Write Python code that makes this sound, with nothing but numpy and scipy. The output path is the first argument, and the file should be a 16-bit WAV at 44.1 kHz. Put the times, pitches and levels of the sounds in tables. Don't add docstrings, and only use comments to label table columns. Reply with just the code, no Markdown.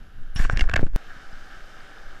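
import sys
import numpy as np
from scipy import signal
from scipy.io import wavfile
from scipy.ndimage import uniform_filter1d

SR = 44100
rng = np.random.default_rng(int(sys.argv[2]) if len(sys.argv) > 2 else 0)


def volts_from_db(level):
    exponent = np.asarray(level, float) / 20
    return 10 ** exponent


def log_audio(samples):
    frames = np.atleast_2d(samples).T
    limited = np.clip(frames, -1, 1)
    pcm = np.round(limited * 32767).astype(np.int16)
    wavfile.write(sys.argv[1], SR, pcm)


N = 97020
T = np.arange(N) / SR
CUT_S = 0.9613

# f/Hz, width/Hz, level/dB
SHELL_RESONANCES = [(777, 60, 0), (1058, 43, -14.5), (1339, 91, -2.5), (1546, 384, 5), (2090, 230, -10),
                    (2917, 624, -5), (3500, 230, -13.5), (4900, 550, -16), (5750, 440, -23.5),
                    (10800, 280, -27), (13300, 1500, -29.5)]
# f/Hz, density/dB (per Hz)
RUSH_SPECTRUM = [(59, -36), (100, 3), (764, 2.5), (942, -29), (1590, 5), (2370, -23), (5370, -9.5),
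                 (15000, -48.5)]
# t/s, level/dB
RIVER_LEVEL = [
    (0, -8),
    (.33, -9),
    (.8, -4),
    (.85, -8),
    (.955, -110),
    (.966, 0.5),
    (1.1, 1.45),
    (1.6, 1.5),
    (2.2, 0.5),
]
# t/s, level/dB
SWAY_LEVEL = [(0, -17), (.12, -43), (.22, -22.5), (.33, -30), (.42, -20.5), (.7, -19.5), (.9, -25.5),
              (.96, -47), (.97, -51), (1.07, -32.5), (1.3, -36), (1.5, -34), (1.9, -41.5), (2.12, -33),
              (2.2, -39)]
# t/s, length/s, f/Hz, width/Hz, level/dB
SQUEAKS = [(0.35, .024, 10400, 900, -53), (0.36, 0.031, 5540, 350, -40.5), (.36, 0.021, 3010, 590, -37),
           (.428, 0.013, 8400, 450, -50), (0.387, .08, 8500, 400, -57.5), (.51, .035, 8240, 500, -68),
           (0.504, 0.059, 5530, 300, -59), (0.566, 0.011, 6860, 300, -59), (0.594, 0.036, 6300, 300, -53),
           (.576, 0.045, 3200, 360, -51), (0.634, .025, 5400, 300, -61), (.38, 0.085, 12000, 3200, -59),
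           (.595, 0.033, 10500, 1500, -65), (.595, .03, 4700, 1500, -51)]
# t/s, level/dB, dry scratch over dull rub/dB
RUB_LEVEL = [(.355, -53, 0), (.361, -36.5, 0), (.385, -37.5, 0), (.44, -36, 12), (.48, -44, -4),
             (.53, -34, -5.5), (.556, -42.5, -27), (.575, -37, -13), (.62, -37.5, 0), (.635, -43.5, -6.5),
             (.68, -53, -18), (.73, -47, -23), (.75, -46, -28), (.78, -39, -32), (.82, -66, -22),
             (.85, -69, -29), (.9, -57, -4.5), (.95, -62.5, 0)]
# t/s, strength/dB, length/s, push direction (signed factor)
JOLTS = [(0.362, -15.5, 0.0052, -0.82), (0.371, -14, 0.032, 0.78), (0.401, -6, 0.025, -0.88),
         (0.4012, -17.5, 0.0048, -1.4), (0.426, -9, 0.054, 0.98), (0.454, -8.5, 0.036, -1.36),
         (0.495, -14.5, 0.035, 1), (.4985, -15, 0.0037, -1.04), (0.45, -21, 0.0038, -1),
         (.534, -16.5, 0.01, 0.81), (0.5349, -13.5, 0.0051, 0.93), (0.542, -22, 0.0056, 1),
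         (0.561, -12.5, 0.035, -1.4), (.565, -21, 0.0064, -0.93), (0.578, -10.5, 0.029, 0.88),
         (0.6, -16, 0.041, 0.51), (.6255, -6.5, 0.017, -1.24), (0.668, -9.5, 0.025, 1),
         (0.704, -17, 0.016, -1.03), (0.717, -22, 0.01, -1), (0.735, -19.5, 0.006, -1),
         (0.747, -13.5, 0.0064, -1.12), (0.755, -17.5, 0.025, 0.91), (0.773, -25, 0.037, 0.63),
         (0.778, -14.5, 0.015, 1), (0.7942, -16.5, 0.0012, 1), (.799, -15, 0.0053, -0.92),
         (0.8305, -8.5, 0.002, -1.11), (0.838, -7.5, 0.0088, -0.67), (0.847, -8, 0.032, -1.04),
         (0.866, -21, 0.0035, -1.1), (0.893, -13, 0.027, 0.88), (0.937, -15, 0.026, 0.82),
         (0.953, -9, .02, -1.32), (0.961, -13, 0.011, -0.94)]
# f/Hz, level/dB, time to fall 60 dB/s
HOUSING_MODES = [(524, -13, 0.011), (763, -4.5, 0.012), (1130, -7, 0.013), (1500, -8.5, 0.0051),
                 (1640, 9, 0.011), (2196, -6, 0.016), (2610, -6.5, 0.011), (3340, -17, 0.0073),
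                 (4390, -14, 0.0038), (5500, -9, 0.0035), (6760, -8.5, 0.0044), (8000, -22, 0.008),
                 (10450, -15, 0.0019), (13100, -13, 0.0009)]
# t/s, peak level/dB, brightness/Hz, contact/s, main mode f/Hz as the grip bends the wall
KNOCKS = [(.3935, -23, 2500, 0.0019, 1750), (0.3987, -19, 1860, 0.0017, 1670),
          (0.45, -18.5, 2020, 0.0025, 1396), (.4535, -24, 2010, .003, 1400),
          (0.4979, -8.5, 1370, 0.0012, 1550), (0.562, -34, 2980, 0.0017, 1700),
          (.6175, -22, 1300, 0.0028, 1530), (0.6405, -25, 2000, 0.0014, 1650),
          (0.6772, -30, 1500, 0.0018, 1630), (0.6895, -23.5, 2000, 0.0034, 1560),
          (.6955, -18.5, 2470, 0.0016, 1740), (0.6972, -16.5, 2520, 0.00085, 1580),
          (0.7138, -27, 3500, 0.0011, 1590), (.7152, -25, 2000, .002, 1600),
          (.727, -37, 1800, 0.0029, 1570), (.736, -16.5, 1600, 0.001, 1620),
          (0.7387, -11, 2900, 0.0019, 1636), (.7405, -18, 4000, .001, 1580),
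          (0.7587, -15.5, 2450, 0.0035, 1710), (0.7609, -10.5, 3500, 0.0008, 1750),
          (0.7633, -7, 3300, 0.0025, 1620), (.767, -22.5, 2500, .003, 1740),
          (.7763, -19.5, 2600, 0.00087, 1450), (.781, -34, 1490, .001, 1470),
          (0.7929, -18, 2220, 0.0013, 1570), (.797, -34, 2500, .001, 1920),
          (0.8285, -38.5, 2520, 0.002, 2000), (.832, -39, 3500, 0.0009, 2300),
          (.8345, -27.5, 690, 0.00087, 576), (.84, -50, 3000, 0.0022, 2500),
          (0.8671, -34.5, 2540, 0.0013, 1520), (0.953, -34, 3900, 0.0013, 1610)]
# f/Hz, level/dB, time to fall 60 dB/s
EDGE_MODES = [(792, 0.5, 0.017), (1250, -3, 0.0064), (1660, 7.5, 0.0076), (2110, 5, 0.011),
              (2774, 9.5, 0.017), (3300, -28, 0.014), (4550, -6, .008), (5130, -0.5, 0.0099),
              (6800, -13, .015), (7960, -23, .008), (10300, -14, 0.0031)]
# t/s, peak level/dB, brightness/Hz, contact/s, main mode f/Hz
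NAIL_TAPS = [
    (0.5732, -14.5, 4140, 0.002, 1800),
    (0.5941, -13, 4340, 0.0023, 1850),
    (0.6092, -11, 4500, 0.0019, 1680),
    (.612, -23, 3000, .003, 1780),
]
# t/s, step level/dB
SLIPS = [(.584, -38), (.651, -37), (.656, -39), (.7485, -36), (.774, -34), (.7843, -31), (.7892, -32),
         (.7983, -32), (.8038, -31), (.8077, -32), (.8113, -28), (.8152, -31), (.8197, -31), (.8477, -39),
         (.8643, -37), (.870, -38), (.8736, -38), (.8793, -39), (.9357, -39), (.9448, -39)]
# t/s, strength/dB, length/s, push direction (signed factor)
BUMPS = [
    (1.166, -35.5, 0.0043, 1),
    (1.33, -35.5, 0.0039, 1),
]
# t/s, f/Hz, level/dB
DRIPS = [
    (1.33, 5020, -50),
    (1.806, 4710, -49),
]

BUBBLES_PER_S, BUBBLE_SPREAD_DB, BUBBLE_CYCLES = 1500, 3, 2.7
BUBBLE_DB, RUSH_DB, SHELL_DB = -7, -54.5, -49
SWELL_DB, FLICKER_DB = 0.3, 1
SHELL_NOTCH_HZ, SHELL_NOTCH = 1900, 0.3
SWAY_HZ, SWAY_WIDTH_HZ = 9.6, 7.13
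FLUTTER_HZ, FLUTTER_DB, FLUTTER_FLOOR_DB = 62.4, -24, -67
FLUTTER_FOLLOWS, FLUTTER_WALK_DB = 0.87, 1.5
HISS_DB, HISS_PEAK_HZ, HISS_PEAK_DB = -70, 11080, 5
RUB_GRIT_DB, RUB_TILT_DB = 2, -2.5
RUB_SOFT_HZ, RUB_DULL_HZ, RUB_TOP_HZ = 8900, 2600, 10500
REBOUND_HZ, REBOUND_WIDTH_HZ, REBOUND = 19.5, 22.6, 0.41
MAIN_HZ, BENDS_ABOVE_HZ, BENDS_BELOW_HZ = 1644, 1300, 1900
CONTACT_DB, LONGEST_CYCLES = -51, 48
RATTLE_DB, THUD_HZ, THUD_DB = -8, 261, -7.5
SLIP_RELAX_S, SLIP_SOFT_HZ, SLIP_GAIN_DB = 0.0025, 3800, 4
TOP_HZ, BAND_TOP_HZ = 14300, 16600


def level(x, db):
    return x * volts_from_db(db) / np.sqrt(np.mean(x ** 2))


def curve(table, col=1):
    rows = np.array(table, float)
    return np.interp(T, rows[:, 0], rows[:, col])


def band(x, hz, width_hz):
    return signal.lfilter(*signal.iirpeak(hz, hz / width_hz, fs=SR), x)


def soft(x, hz):
    return signal.lfilter(*signal.butter(2, np.clip(hz, 100, 15000), fs=SR), x)


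def below(x, top_hz, stop_db):
    return signal.sosfilt(signal.ellip(8, 0.3, stop_db, top_hz, fs=SR, output="sos"), x)


def walk(rate_hz):
    hold = int(SR / rate_hz)
    steps = np.repeat(rng.standard_normal(N // hold + 1), hold)
    return 1.42 * uniform_filter1d(uniform_filter1d(steps, hold), hold)[:N]


def ring(push, tilt_db, modes=HOUSING_MODES, main_hz=MAIN_HZ):
    out = volts_from_db(CONTACT_DB + tilt_db) * band(push, 1900, 4600)
    for hz, db, t60 in modes:
        drive = push * volts_from_db(db + tilt_db * np.log2(hz / 2000))
        bent_hz = hz * main_hz / MAIN_HZ if BENDS_ABOVE_HZ < hz < BENDS_BELOW_HZ else hz
        width_hz = np.log(1000) / np.pi / min(t60, LONGEST_CYCLES / hz)
        out = out + band(drive, bent_hz, width_hz)
    return out


def bubbles():
    count, u = int(BUBBLES_PER_S * N / SR), np.arange(400) / SR
    at, pitch, size = rng.random((count, 3)).T
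    hz = (600 * 2 ** (3.3 * pitch))[:, None]
    glide = 1 + 0.016 * hz * u / BUBBLE_CYCLES
    tone = np.sin(2 * np.pi * hz * u * glide) * np.exp(-2 * hz * u / BUBBLE_CYCLES)
    loudness = volts_from_db(-BUBBLE_SPREAD_DB * np.log(size + 0.02))[:, None]
    tone = tone * loudness * np.sqrt(hz) * np.hanning(800)[400:]
    where = (at * N).astype(int)[:, None] + np.arange(len(u))
    return np.bincount(where.ravel(), tone.ravel())[:N]


def river():
    water = rng.standard_normal(N) + level(bubbles(), BUBBLE_DB)
    swell, rows = walk(0.64), np.array(RUSH_SPECTRUM)

    def alive():
        return volts_from_db(SWELL_DB * swell + FLICKER_DB * walk(12))

    broad, shell = 0, 0
    for hz in 110 * 2 ** np.arange(0, 7.1, 0.5):
        db = np.interp(np.log(hz), np.log(rows[:, 0]), rows[:, 1])
        spray = band(band(rng.standard_normal(N), hz, hz / 2), hz, hz / 2)
        broad = broad + volts_from_db(db) * alive() * spray
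    for hz, width_hz, db in SHELL_RESONANCES:
        wide = 1.45 * width_hz
        shell = shell + volts_from_db(db) * alive() * band(band(water, hz, wide), hz, wide)
    flow = level(broad, RUSH_DB) + level(shell, SHELL_DB)
    flow = flow - SHELL_NOTCH * band(flow, SHELL_NOTCH_HZ, 87)
    return flow * volts_from_db(curve(RIVER_LEVEL))


def sway():
    slow = rng.standard_normal(N)
    for _ in range(3):
        slow = band(slow, SWAY_HZ, 2 * SWAY_WIDTH_HZ)
    quick = band(band(rng.standard_normal(N), FLUTTER_HZ, 88), FLUTTER_HZ, 110)
    quick = level(quick * volts_from_db(FLUTTER_WALK_DB * walk(12.26)), 0)
    pressure_db = curve(SWAY_LEVEL)
    touch = FLUTTER_FOLLOWS * volts_from_db(curve(RUB_LEVEL)) * (T < CUT_S)
    flutter = volts_from_db(FLUTTER_FLOOR_DB) + touch + volts_from_db(pressure_db + FLUTTER_DB - 4)
    return level(slow, 0) * volts_from_db(pressure_db) + quick * flutter


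def hiss():
    white = rng.standard_normal(N)
    ducked_db = HISS_DB - 10 * (abs(T - 0.9) < 0.06)
    port = volts_from_db(HISS_PEAK_DB) * band(white, HISS_PEAK_HZ, 770)
    return volts_from_db(ducked_db) * (soft(white, 7100) + port)


def squeaks():
    out = 0
    for start, length, hz, width_hz, db in SQUEAKS:
        u = np.clip((T - start) / length, 0, 1)
        whistle = band(band(rng.standard_normal(N), hz, width_hz), hz, 2 * width_hz)
        out = out + level(whistle, db) * np.sin(np.pi * u ** 0.42) ** 0.5
    return out


def rub():
    grit = rng.standard_normal(N) * volts_from_db(RUB_GRIT_DB * walk(250))
    body = level(ring(soft(grit, RUB_SOFT_HZ), RUB_TILT_DB), 0)
    dull = soft(soft(body, RUB_DULL_HZ), 2 * RUB_DULL_HZ)
    dry_share = volts_from_db(np.minimum(curve(RUB_LEVEL, col=2), 0))
    skin = soft(dry_share * body + (1 - dry_share) * dull, RUB_TOP_HZ)
    return skin * volts_from_db(curve(RUB_LEVEL)) * (T > RUB_LEVEL[0][0])


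def jolts(table):
    push = 0
    for start, db, length, way in table:
        push = push + way * volts_from_db(db) * np.exp(-0.5 * ((T - start) / (length / 4)) ** 2)
    return push - REBOUND * band(push, REBOUND_HZ, REBOUND_WIDTH_HZ)


def knocks(table, modes):
    out, span = np.zeros(N), 2000
    u = np.arange(span) / SR
    thud = np.sin(2 * np.pi * THUD_HZ * u) * np.exp(-2 * THUD_HZ * u)
    for start, db, bright_hz, contact, main_hz in table:
        push = volts_from_db(RATTLE_DB) * rng.standard_normal(span) * np.exp(-(u / contact) ** 2)
        push[0] += 2.5
        ringing = ring(soft(push, bright_hz), 0, modes, main_hz)
        i = int(start * SR)
        out[i:i + span] += volts_from_db(db) * (ringing / np.abs(ringing).max() + volts_from_db(THUD_DB) * thud)
    return out


def creak():
    kick = np.zeros(N)
    for start, db in SLIPS:
        kick[int(start * SR)] = volts_from_db(db + SLIP_GAIN_DB)
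    step = signal.lfilter([1], [1, -np.exp(-1 / (SLIP_RELAX_S * SR))], kick)
    return signal.lfilter(*signal.butter(1, SLIP_SOFT_HZ, fs=SR), step)


def drips():
    out = 0
    for start, hz, db in DRIPS:
        out = out + volts_from_db(db) * np.sin(2 * np.pi * hz * T) * np.exp(-((T - start) / 0.0016) ** 2)
    return out


def scene():
    air = river() + sway() + hiss() + jolts(BUMPS) + drips()
    hand = squeaks() + rub() + jolts(JOLTS) + knocks(KNOCKS, HOUSING_MODES)
    hand = hand + knocks(NAIL_TAPS, EDGE_MODES) + creak()
    return (below(air, TOP_HZ, 50) + below(hand, TOP_HZ, 50) * (T < CUT_S))[None]


def roll_off(x):
    return signal.sosfilt(signal.butter(12, 16820, fs=SR, output="sos"), x)


def record(dry):
    mix = below(dry, BAND_TOP_HZ, 60)
    return roll_off(mix)


dry = scene()
out = record(dry)
log_audio(out)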